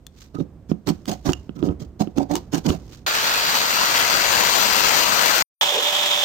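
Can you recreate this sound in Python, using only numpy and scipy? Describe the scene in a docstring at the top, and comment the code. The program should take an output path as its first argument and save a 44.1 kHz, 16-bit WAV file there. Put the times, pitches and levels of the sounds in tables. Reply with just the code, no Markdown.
"""A hand chisel pares a wooden block, close up in a small shop; then two power tools follow, with hard cuts.
Chisel: the edge sticks and slips, fibres crackle, chips snap, the edge knocks home and the bench rumbles on.
Jigsaw: it runs up to speed through a plank, made of rasping noise, clacks, a fan whistle and motor tones.
Grinder: after a short silence a sanding disc scours wood, made of gritty noise under motor and gear tones."""
import sys
import numpy as np
from scipy import signal
from scipy.fft import rfft, irfft, next_fast_len
from scipy.io import wavfile
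from scipy.ndimage import uniform_filter1d, map_coordinates

SR = 44100
rng = np.random.default_rng(int(sys.argv[2]) if len(sys.argv) > 2 else 0)


def file_out(sig):
    """Save sig as 16-bit WAV at sys.argv[1]."""
    # one column per channel
    cols = np.atleast_2d(sig).T
    # limit, then scale
    lim = np.clip(cols, -1, 1)
    pcm = np.round(lim * 32767).astype(np.int16)
    wavfile.write(sys.argv[1], SR, pcm)


N = 275184
TIME = np.arange(N) / SR

# chisel strokes: start [t/s], length [t/s], block [level/dB], fibre crackle [level/dB], nominal slip rate [f/Hz],
# unevenness of the slips [0-1], hollow ring [f/Hz], hollow ring [level/dB]
STROKES = [(0.35, 0.0037, -30, -50.5, 255, 0.37, 1250, -40.5),
           (0.393, 0.023, -24, -56.5, 206, 0.31, 720, -66),
           (0.702, 0.011, -32.5, -47, 231, 0.33, 1330, -50),
           (0.88, 0.024, -22.5, -34.5, 241.3, 0.25, 770, -41),
           (1.086, 0.041, -27, -32.5, 271.7, 0.34, 720, -31.5),
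           (1.268, 0.043, -23, -33.5, 308, 0.16, 725, -34),
           (1.572, 0.067, -35.5, -56, 194.6, 0.22, 1250, -51),
           (1.64, 0.075, -22.5, -52, 99.5, 0.08, 1250, -47), (1.812, 0.026, -35, -49, 199, 0.33, 560, -51),
           (2.009, 0.01, -21, -38.5, 226.6, 0.12, 710, -28), (2.179, 0.048, -22.5, -44, 270, 0.1, 740, -29),
           (2.311, 0.034, -22.5, -38.5, 299.5, 0.09, 720, -31),
           (2.361, 0.014, -30.5, -37.5, 309, 0.15, 920, -34.5),
           (2.54, 0.038, -24, -35.5, 294.7, 0.26, 760, -36.5),
           (2.665, 0.053, -21, -35, 259.4, 0.26, 650, -38), (2.724, 0.018, -28, -37, 237, 0.35, 673, -38)]
# chips snapping off: time [t/s], crack before a shared trim [level/dB], left minus right [level/dB],
# lowest ring of the blade [f/Hz], ring [level/dB]
CHIP_SNAPS = [(0.0671, -34, 11, 3540, -44), (0.89, -24, 3, 3240, -32.5), (1.056, -32, 2, 2870, -55),
              (1.121, -42, 0, 3220, -43), (1.3328, -29, -13.5, 2850, -26.5), (2.1837, -30, 9, 2720, -45),
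              (2.3545, -18, 11, 2950, -30), (2.5358, -47, 4, 2850, -34), (2.581, -31, 4, 2880, -43),
              (2.69, -31, 16, 2940, -33.5)]
# the block is shoved against the bench: time [t/s], starting strength before the left side is lowered [level/dB]
SHOVES = [(1.286, -20.5), (1.695, -17), (2.698, -15.5)]
# the edge breaks through and knocks into firm wood: time [t/s], peak of the thud [level/dB],
# note of the block [f/Hz], tick of the edge before it is split left and right [level/dB]
KNOCKS = [(0.402, -21, 190, -33.5), (0.7157, -7, 194, -28.5), (0.882, -11.5, 270, -26.5),
          (0.903, -10.5, 200, -36), (1.292, -7, 354, -18.5), (1.493, -20, 211, -33),
          (1.627, -11, 330, -27.5), (1.688, -25, 288, -25.5), (2.01, -9, 235, -34),
          (2.073, -18.5, 317, -36), (2.182, -10, 241, -22), (2.356, -17, 317, -33),
          (2.537, -17, 297, -36.5), (2.703, -11, 239, -16)]
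# the blade brushes through loose shavings: time [t/s], rustle [level/dB]
BRUSHES = [(0.219, -50), (2.94, -48)]
# resonances of the block on its bench: centre [f/Hz], width [f/Hz], left [level/dB], right [level/dB]
BLOCK_MODES = [(113.6, 45, -9, -22), (170.4, 19, 5.5, 17), (215, 48, 4.5, 15), (281, 55, -29.5, 19),
               (355, 18.5, 12.5, -0.5), (530, 11, -10.5, -5.5), (715, 28, -13, 0), (940, 76, -2.5, -2.5)]
# modes of the blade: multiple of its lowest ring, relative [level/dB], decay [t/s]
BLADE_MODES = [(1, 0, .0042), (1.94, -4, .0016), (2.44, -1, .0016)]
# relative spectrum of tearing fibres: [f/Hz], left [level/dB], right [level/dB]
FIBRE_COLOUR = [(690, -22, -4.5), (1200, -4.5, 1), (2040, -9, -1), (4300, -3.5, 2), (6580, -2, 1),
                (8500, -9, -14.5), (14100, -7.5, -15)]
# relative spectrum of the bench rumble: [f/Hz], left [level/dB], right [level/dB]
BENCH_COLOUR = [(30, -28, -24), (61.5, -9.5, -4.5), (95.5, -15, -11), (328, -28.5, -20.5), (6000, -74, -72)]
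# relative spectrum of the faint steady hiss of the shop: [f/Hz], [level/dB]
HISS_COLOUR = [(300, 7), (1600, -4), (14000, -13)]
# jigsaw loudness over time: time [t/s], before a fixed boost [level/dB], left minus right [level/dB]
SAW_RUN = [(3.07, -25, -4.5), (3.8, -23.5, -1), (4.6, -22.5, 3), (5.42, -22.5, 3)]
# relative spectrum of the jigsaw rasp: [f/Hz], left [level/dB], right [level/dB]
SAW_COLOUR = [(30, -17, -37), (102.4, -13, -20.5), (472, -9, -22), (563, -4, -14.5), (1340, -2, -6),
              (2100, -6, -9), (2780, -5.5, -10), (3550, -8.5, -9.5), (4430, -3, -9.5), (5400, -12, -16),
              (5700, -6.5, -18), (7310, -10, -18), (8150, -17, -34.5), (13900, -12, -38)]
# jigsaw motor tones next to the rasp: multiple of the motor speed, left [level/dB], right [level/dB]
SAW_TONES = [(1, -26, -35), (2, -17, -53)]
# sanding disc loudness over time: time [t/s], [level/dB]
DISC_RUN = [(5.625, -17.5), (5.655, -24), (6.24, -23.5)]
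# relative spectrum of the scouring disc: [f/Hz], left [level/dB], right [level/dB]
DISC_COLOUR = [(50, -28.5, -26.5), (392, -17.5, -15.5), (530, -8.5, -10.5), (900, -8, 0), (1410, -13.5, -7),
               (2520, -6.5, -5.5), (3520, -2.5, 4.5), (4160, -12, -10), (7040, -10, -14.5),
               (8960, -18.5, -29), (14200, -14.5, -24)]
# grinder motor and gear tones: nominal pitch [f/Hz], before the left-right balance [level/dB]
DISC_TONES = [(586.8, -38.5), (775.2, -45.5), (2536, -45.5)]
# the backing pad of the disc rings: centre [f/Hz], width [f/Hz]
PAD_MODES = [(3245, 100), (3445, 125), (3605, 105)]
# microphone colour, with a notch in the treble: [f/Hz], gain [level/dB]
MIC_COLOUR = [(8600, 4), (9550, 3), (9900, -35), (10250, -16.5), (10700, -7), (11700, -3), (12650, -18.5),
              (13100, 8), (16000, -5)]

# start and end of each part, seconds
CHISEL_PART, SAW_PART, DISC_PART = (0, 3.064), (3.064, 5.425), (5.611, 6.3)
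# every stroke bites (a long one more gradually), eases a little while it cuts, then lets go
BITE_S, BITE_SHARE, EASE_DB_PER_S, RELEASE_S = 0.008, 0.12, 55, 0.011
# the jigsaw motor runs up: turns a second at first and at full speed, time constant, motor turns per blade stroke
SAW_START_HZ, SAW_FULL_HZ, SAW_RUN_UP_S, SAW_GEAR = 434, 482, .43, 9.55
DISC_HZ = 190  # nominal disc turns a second
LAG_SAW, LAG_DISC = 16, 8  # samples by which the power tools reach the right microphone later
TOP_HZ = 16050  # nothing much is left above this


def undb(db):
    """Turn decibels into a gain."""
    return 10 ** (np.asarray(db) / 20)


def unit(x):
    """Scale to an average (rms) strength of 1."""
    return x / np.sqrt(np.mean(x ** 2) + 1e-18)


def curves(table):
    """Draw straight lines between the rows of a time table, one value per sample."""
    s, *columns = np.transpose(table)
    return [np.interp(TIME, s, c) for c in columns]


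def colour(x, table):
    """Filter by a spectrum with one column, or one for each channel."""
    hz, *columns = np.transpose(table)
    size = next_fast_len(N + SR // 10)
    log_f = np.log(np.fft.rfftfreq(size, 1 / SR) + 1)
    gain = undb([np.interp(log_f, np.log(hz), c) for c in columns])
    return irfft(rfft(x, size) * gain, size)[..., :N]


def ring(x, hz, width):
    """Let one resonance ring, with gain 1 at its centre."""
    return signal.lfilter(*signal.iirpeak(hz, hz / width, fs=SR), x)


def walk(rate):
    """Wander by chance, rate new values a second, with a spread near 1."""
    knots = rng.standard_normal(int(N / SR * rate) + 2)
    return 1.188 * np.interp(TIME * rate, np.arange(len(knots)), knots)


def grit(rate, spread_db):
    """Tiny fractures of uneven size, each a stereo burst of noise that fades within milliseconds."""
    sizes = undb(spread_db * np.minimum(rng.exponential(size=N), 4))
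    cracks = (rng.random(N) < rate / SR) * sizes
    energy = signal.lfilter([1], [1, -np.exp(-1 / (0.0024 * SR))], cracks ** 2)
    return unit(np.sqrt(energy) * rng.standard_normal((2, N)))


def swell(t, rise, fall):
    """A push that builds up to t = 0 and dies away."""
    return np.exp(-np.abs(t) / np.where(t < 0, rise, fall))


def add(out, s, sound):
    """Mix a sound in at time s."""
    start = max(int(s * SR), 0)
    out[..., start:start + sound.shape[-1]] += sound[..., :N - start]


def ports(x, lag, share):
    """The two microphones hear partly the same sound, the right one lag samples later."""
    share = np.clip(share, 0, 1)
    right = share * np.roll(x[0], lag) + np.sqrt(1 - share ** 2) * x[1]
    return np.array([x[0], right])


def between_cuts(span):
    """Open between two hard cuts, with edges softened over 40 samples."""
    return uniform_filter1d(1. * ((TIME >= span[0]) & (TIME < span[1])), size=40)


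def cyclic(turns):
    """A stereo rattle that comes round the same on every turn."""
    size = int(1 / np.max(np.diff(turns)))
    place = turns % 1 * size
    return np.array([map_coordinates(grains, [place], mode="grid-wrap")
                     for grains in rng.standard_normal((2, size))])


def patchy(x, depth_db, size=1024, frame_count=5):
    """Uneven noise texture: neighbouring narrow bands swell and fade at random."""
    spectra = signal.stft(x, nperseg=size)[2]
    chance = uniform_filter1d(rng.standard_normal(spectra.shape[1:]), size=5, axis=0)
    chance = uniform_filter1d(chance, size=frame_count, axis=1)
    return unit(signal.istft(spectra * undb(depth_db * unit(chance)))[1][:, :N])


def stroke(t, length):
    """Force of one chisel stroke that starts at t = 0: bite, cut, release."""
    bite = np.minimum(t, 0) / (BITE_S + BITE_SHARE * length)
    release = np.maximum(t - length, 0) / RELEASE_S
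    return np.exp(-bite ** 2 - release) * undb(-EASE_DB_PER_S * np.clip(t, 0, length))


def working(rows):
    """The joint level of a run of strokes, whose powers add up; rows are (start s, length s, dB)."""
    power, lead = np.zeros(N), 1 / 8
    t = np.arange(SR // 2) / SR - lead
    for s, length, db in rows:
        add(power, s - lead, (undb(db) * stroke(t, length)) ** 2)
    return np.sqrt(power)


def linger(level, seconds):
    """A level that dies away slowly after whatever drives it."""
    keep = np.exp(-2 / (seconds * SR))  # works on power, hence the 2
    return np.sqrt(signal.lfilter([1 - keep], [1, -keep], level ** 2))


def block(force, top_hz, lag_count=14):
    """The block rings to a force that is dull above top_hz; it is nearer the right microphone."""
    force = signal.sosfilt(signal.butter(3, top_hz, fs=SR, output="sos"), force)
    body = sum(undb([[left], [right]]) * ring(force, f, width) for f, width, left, right in BLOCK_MODES)
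    return np.array([np.roll(body[0], lag_count), body[1]])


def bench(sway_hz=80, sway_s=0.014, left_db=-5, rock_db=-15, rock_s=0.3, rest_db=-52):
    """The heavy bench rumbles under the hands, rocks on after each stroke and thumps when shoved."""
    thumps, t = np.zeros(N), np.arange(SR // 2) / SR
    for s, db in SHOVES:
        add(thumps, s, undb(db) * np.sin(2 * np.pi * sway_hz * t) * np.exp(-t / sway_s))
    rumble = unit(colour(ports(rng.standard_normal((2, N)), 0, 0.98), BENCH_COLOUR))
    effort = working((s, length, db) for s, length, db, *_ in STROKES)
    rocking = np.hypot(undb(rest_db), undb(rock_db) * linger(effort, rock_s))
    return thumps * undb([[left_db], [0]]) + rumble * rocking


def hiss():
    """The quiet background under the chisel: steady coloured noise."""
    return undb(-72) * unit(colour(rng.standard_normal((2, N)), HISS_COLOUR))


def snaps(crack_s=0.0018, gain_db=-3):
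    """A chip lets go with a sharp crack and the freed blade rings for a moment."""
    out, size = np.zeros((2, N)), SR // 10
    t = np.arange(size) / SR
    splinter = unit(colour(rng.standard_normal(N), FIBRE_COLOUR))
    for k, (s, db, pan_db, hz, ring_db) in enumerate(CHIP_SNAPS):
        crack = undb(db + gain_db) * np.exp(-t / crack_s) * splinter[:, k * size:(k + 1) * size]
        blade = sum(undb(ring_db + mode_db) * np.sin(2 * np.pi * ratio * hz * t) * np.exp(-t / decay_s)
                    for ratio, mode_db, decay_s in BLADE_MODES)
        add(out, s, undb(np.array([[pan_db], [-pan_db]]) / 2) * (crack + blade))
    return out


def fibres(brush_s=0.03):
    """Fibres tear during each stroke; loose shavings settle after it and rustle when the blade brushes them."""
    tearing = working((s, length, db) for s, length, _, db, *_ in STROKES)
    brushing = sum(undb(db) * swell(TIME - s, brush_s, brush_s) for s, db in BRUSHES)
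    settling = undb(-21) * linger(tearing, .085)
    rustle = colour(grit(330, 0.98), FIBRE_COLOUR)
    # the fibres give way in bundles
    bundles = grit(750, 4.4) * undb(2.8 * walk(140))
    crackle = patchy(colour(bundles, FIBRE_COLOUR), 3.0)
    return tearing * crackle + unit(rustle) * (brushing + settling)


def paring(slip_db=11, soft_hz=1300, hard_db=-33, octave_db=17, lurch=7, lurch_hz=150, drag_db=-21, drag_s=0.018):
    """The edge sticks and slips through the grain; every slip kicks the block. Even cuts groan, uneven ones rumble."""
    out, lead = np.zeros((2, N)), 1 / 8
    t = np.arange(SR // 2) / SR - lead
    for s, length, db, crackle_db, hz, jitter, *_ in STROKES:
        chance = rng.standard_normal((2, 200))
        slips = np.cumsum(np.exp(jitter * chance[0])) / hz
        slips = slips - slips[len(slips) // 2]  # one slip falls on the first bite
        kicks = undb(slip_db * jitter * chance[1])
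        force = unit(np.histogram(slips, len(t), (t[0], t[-1]), weights=kicks)[0])
        # the hand lurches over hard and soft grain
        force = force + jitter * lurch * ring(rng.standard_normal(len(t)), lurch_hz, 90)
        # the blade drags lightly after the cut
        drag = undb(drag_db) * swell(t - length, length / 2, drag_s)
        push = np.maximum(stroke(t, length), drag)
        tearing = .4 * rng.standard_normal(len(t))
        # a push that only presses the wood is duller than one that tears it
        top_hz = np.clip(soft_hz * 2 ** ((crackle_db - hard_db) / octave_db), 420, 2000)
        body = unit(block((force + tearing) * push, top_hz))
        add(out, s - lead, body * undb(db) * np.sqrt(np.mean(push ** 2)))
    return out


def crunch(width_hz=75, lower_ratio=0.81, lower_db=-6, left_db=-10, lag_count=14):
    """Coarser splinters break with the fibres and ring hollowly in the wood, at a pitch that changes by the cut."""
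    out, lead = np.zeros(N), 1 / 8
    t = np.arange(SR // 4) / SR - lead
    splinters = grit(350, 4)[0]
    for k, (s, length, *_, hz, db) in enumerate(STROKES):
        push = stroke(t, length)
        force = push * splinters[k * len(t):(k + 1) * len(t)]
        lower = undb(lower_db) * ring(force, lower_ratio * hz, width_hz)
        hollow = ring(ring(force, hz, width_hz) + lower, hz, hz / 2)
        add(out, s - lead, undb(db) * unit(hollow) * np.sqrt(np.mean(push ** 2)))
    return np.array([undb(left_db) * np.roll(out, lag_count), out])


def knocks(contact_s=0.00024, top_hz=750, note_db=4, note_width=55,
           tick_hz=1300, steel_hz=2900, tick_width=450, tick_s=0.0013):
    """The chisel stops dead: the edge ticks and the block rings, at a note set by where the blow lands."""
    out, t = np.zeros((2, N)), np.arange(SR // 5) / SR
    for s, db, note_hz, tick_db in KNOCKS:
        thud = block(np.exp(-t / contact_s), top_hz)
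        thud = thud + undb(note_db) * ring(thud, note_hz, note_width)
        crack = rng.standard_normal((2, len(t))) * np.exp(-t / tick_s)
        tick = ring(ring(crack, tick_hz, tick_width), tick_hz, tick_width)
        steel = ring(ring(crack, steel_hz, 2 * tick_width), steel_hz, 2 * tick_width)
        tick = tick + .5 * steel
        add(out, s, undb(db) * thud / np.max(np.abs(thud)))
        add(out, s, undb(tick_db) * np.array([[.5], [1]]) * tick / np.max(np.abs(tick)))
    return out


def workshop(x, t60=0.22, wet_db=-22):
    """The cluttered room adds a short, dull tail of fading noise, 60 dB down after t60 seconds."""
    t = np.arange(SR // 2) / SR
    dull_noise = signal.lfilter([1], [1, -.6], rng.standard_normal((2, len(t))))
    tail = dull_noise * undb(-60 * t / t60) * (t > .008)
    return x + undb(wet_db) * signal.fftconvolve(x, unit(tail) / np.sqrt(len(t)), axes=1)[:, :N]


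def jigsaw(rattle_db=-6.0, clack=0.38, clack_turn=0.098, gain_db=2.5, fan_width=130, fan_db=-19):
    """Teeth rasp through the plank; the geared-down blade clacks at both ends of every stroke."""
    db, pan_db = curves(SAW_RUN)
    still_to_gain = np.exp(-np.maximum(TIME - SAW_PART[0], 0) / SAW_RUN_UP_S)
    speed = SAW_FULL_HZ - (SAW_FULL_HZ - SAW_START_HZ) * still_to_gain
    turns = np.cumsum(speed * (1 + 0.003023 * walk(25))) / SR
    strokes = turns / SAW_GEAR
    # the clacks stand out while the cut is still light
    reversal = 1 + clack * undb(np.min(db) - db) * np.exp(-(2 * strokes % 1) / clack_turn)
    rasp = (grit(11000, 0.33) + undb(rattle_db) * cyclic(strokes)) * reversal
    rasp = rasp * undb(.5 * walk(30)) * undb(1.1 * walk(450))
    rasp = colour(ports(rasp, LAG_SAW, 0.35), SAW_COLOUR)
    # the cooling fan whistles hoarsely at ten times the motor speed, rising with it
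    low_pass = signal.butter(2, fan_width, fs=SR, output="sos")
    gusts = unit(signal.sosfilt(low_pass, rng.standard_normal((2, N))))
    whistle = gusts * np.sin(2 * np.pi * 10 * turns) * np.array([[2], [1]])
    rasp = unit(rasp) + undb(fan_db + 2 * walk(11)) * whistle
    rasp = patchy(patchy(rasp, 1.15), .8, frame_count=24)  # quick changes, then slower ones
    waver = undb(2.5 * walk(10))
    whine = waver * sum(undb([[left], [right]]) * np.sin(2 * np.pi * k * turns) for k, left, right in SAW_TONES)
    return (rasp + np.sqrt(2) * whine) * undb(db + gain_db + np.array([pan_db, -pan_db]) / 2)


def grinder(rattle_db=-7, bite_s=5.775, bite_hz=480, bite_db=-28, pad_db=-7):
    """Grit scours the wood, harder twice a turn of the warped disc, over the whine of motor and gears."""
    clock = np.cumsum(1 + 0.00332 * walk(30)) / SR  # seconds that run slightly unevenly
    turns = DISC_HZ * clock
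    contact = (1 + .26 * np.sin(2 * np.pi * 2 * turns)) * undb(.9 * walk(110))
    scour = (grit(9900, 4.4) + undb(rattle_db) * cyclic(turns)) * contact
    scour = unit(colour(ports(scour, LAG_DISC, 0.4), DISC_COLOUR))
    flutter = contact * undb(3.3 * walk(90))
    pad = unit(flutter * sum(ring(ring(rng.standard_normal((2, N)), hz, width), hz, 4 * width)
                             for hz, width in PAD_MODES))
    scour = patchy(scour, .7) + undb(pad_db + np.array([[-3], [2]])) * pad
    whine = sum(undb(db + 1.5 * walk(60)) * np.sin(2 * np.pi * hz * clock) for hz, db in DISC_TONES)
    # the disc bites deeper once and the workpiece growls
    growl = unit(ring(ring(rng.standard_normal(N), bite_hz, 170), bite_hz, 170))
    growl = growl * undb(bite_db) * swell(TIME - bite_s, 0.032, 0.033)
    return scour * undb(curves(DISC_RUN)[0]) + (np.sqrt(2) * whine + growl) * undb([[-2.5], [1.5]])


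def scene():
    """Chisel, jigsaw and grinder in a row."""
    chisel = workshop(paring() + knocks() + fibres() + crunch() + snaps()) + bench() + hiss()
    tools = jigsaw() * between_cuts(SAW_PART) + grinder() * between_cuts(DISC_PART)
    return chisel * between_cuts(CHISEL_PART) + tools


def record(dry):
    """The microphone colours the treble, the loudest peaks are rounded and the top is cut."""
    x = colour(dry, MIC_COLOUR)
    x = x / (1 + (x / .8) ** 4) ** .25
    return signal.sosfilt(signal.ellip(10, .2, 80, TOP_HZ, fs=SR, output="sos"), x)


dry = scene()
out = record(dry)
file_out(out)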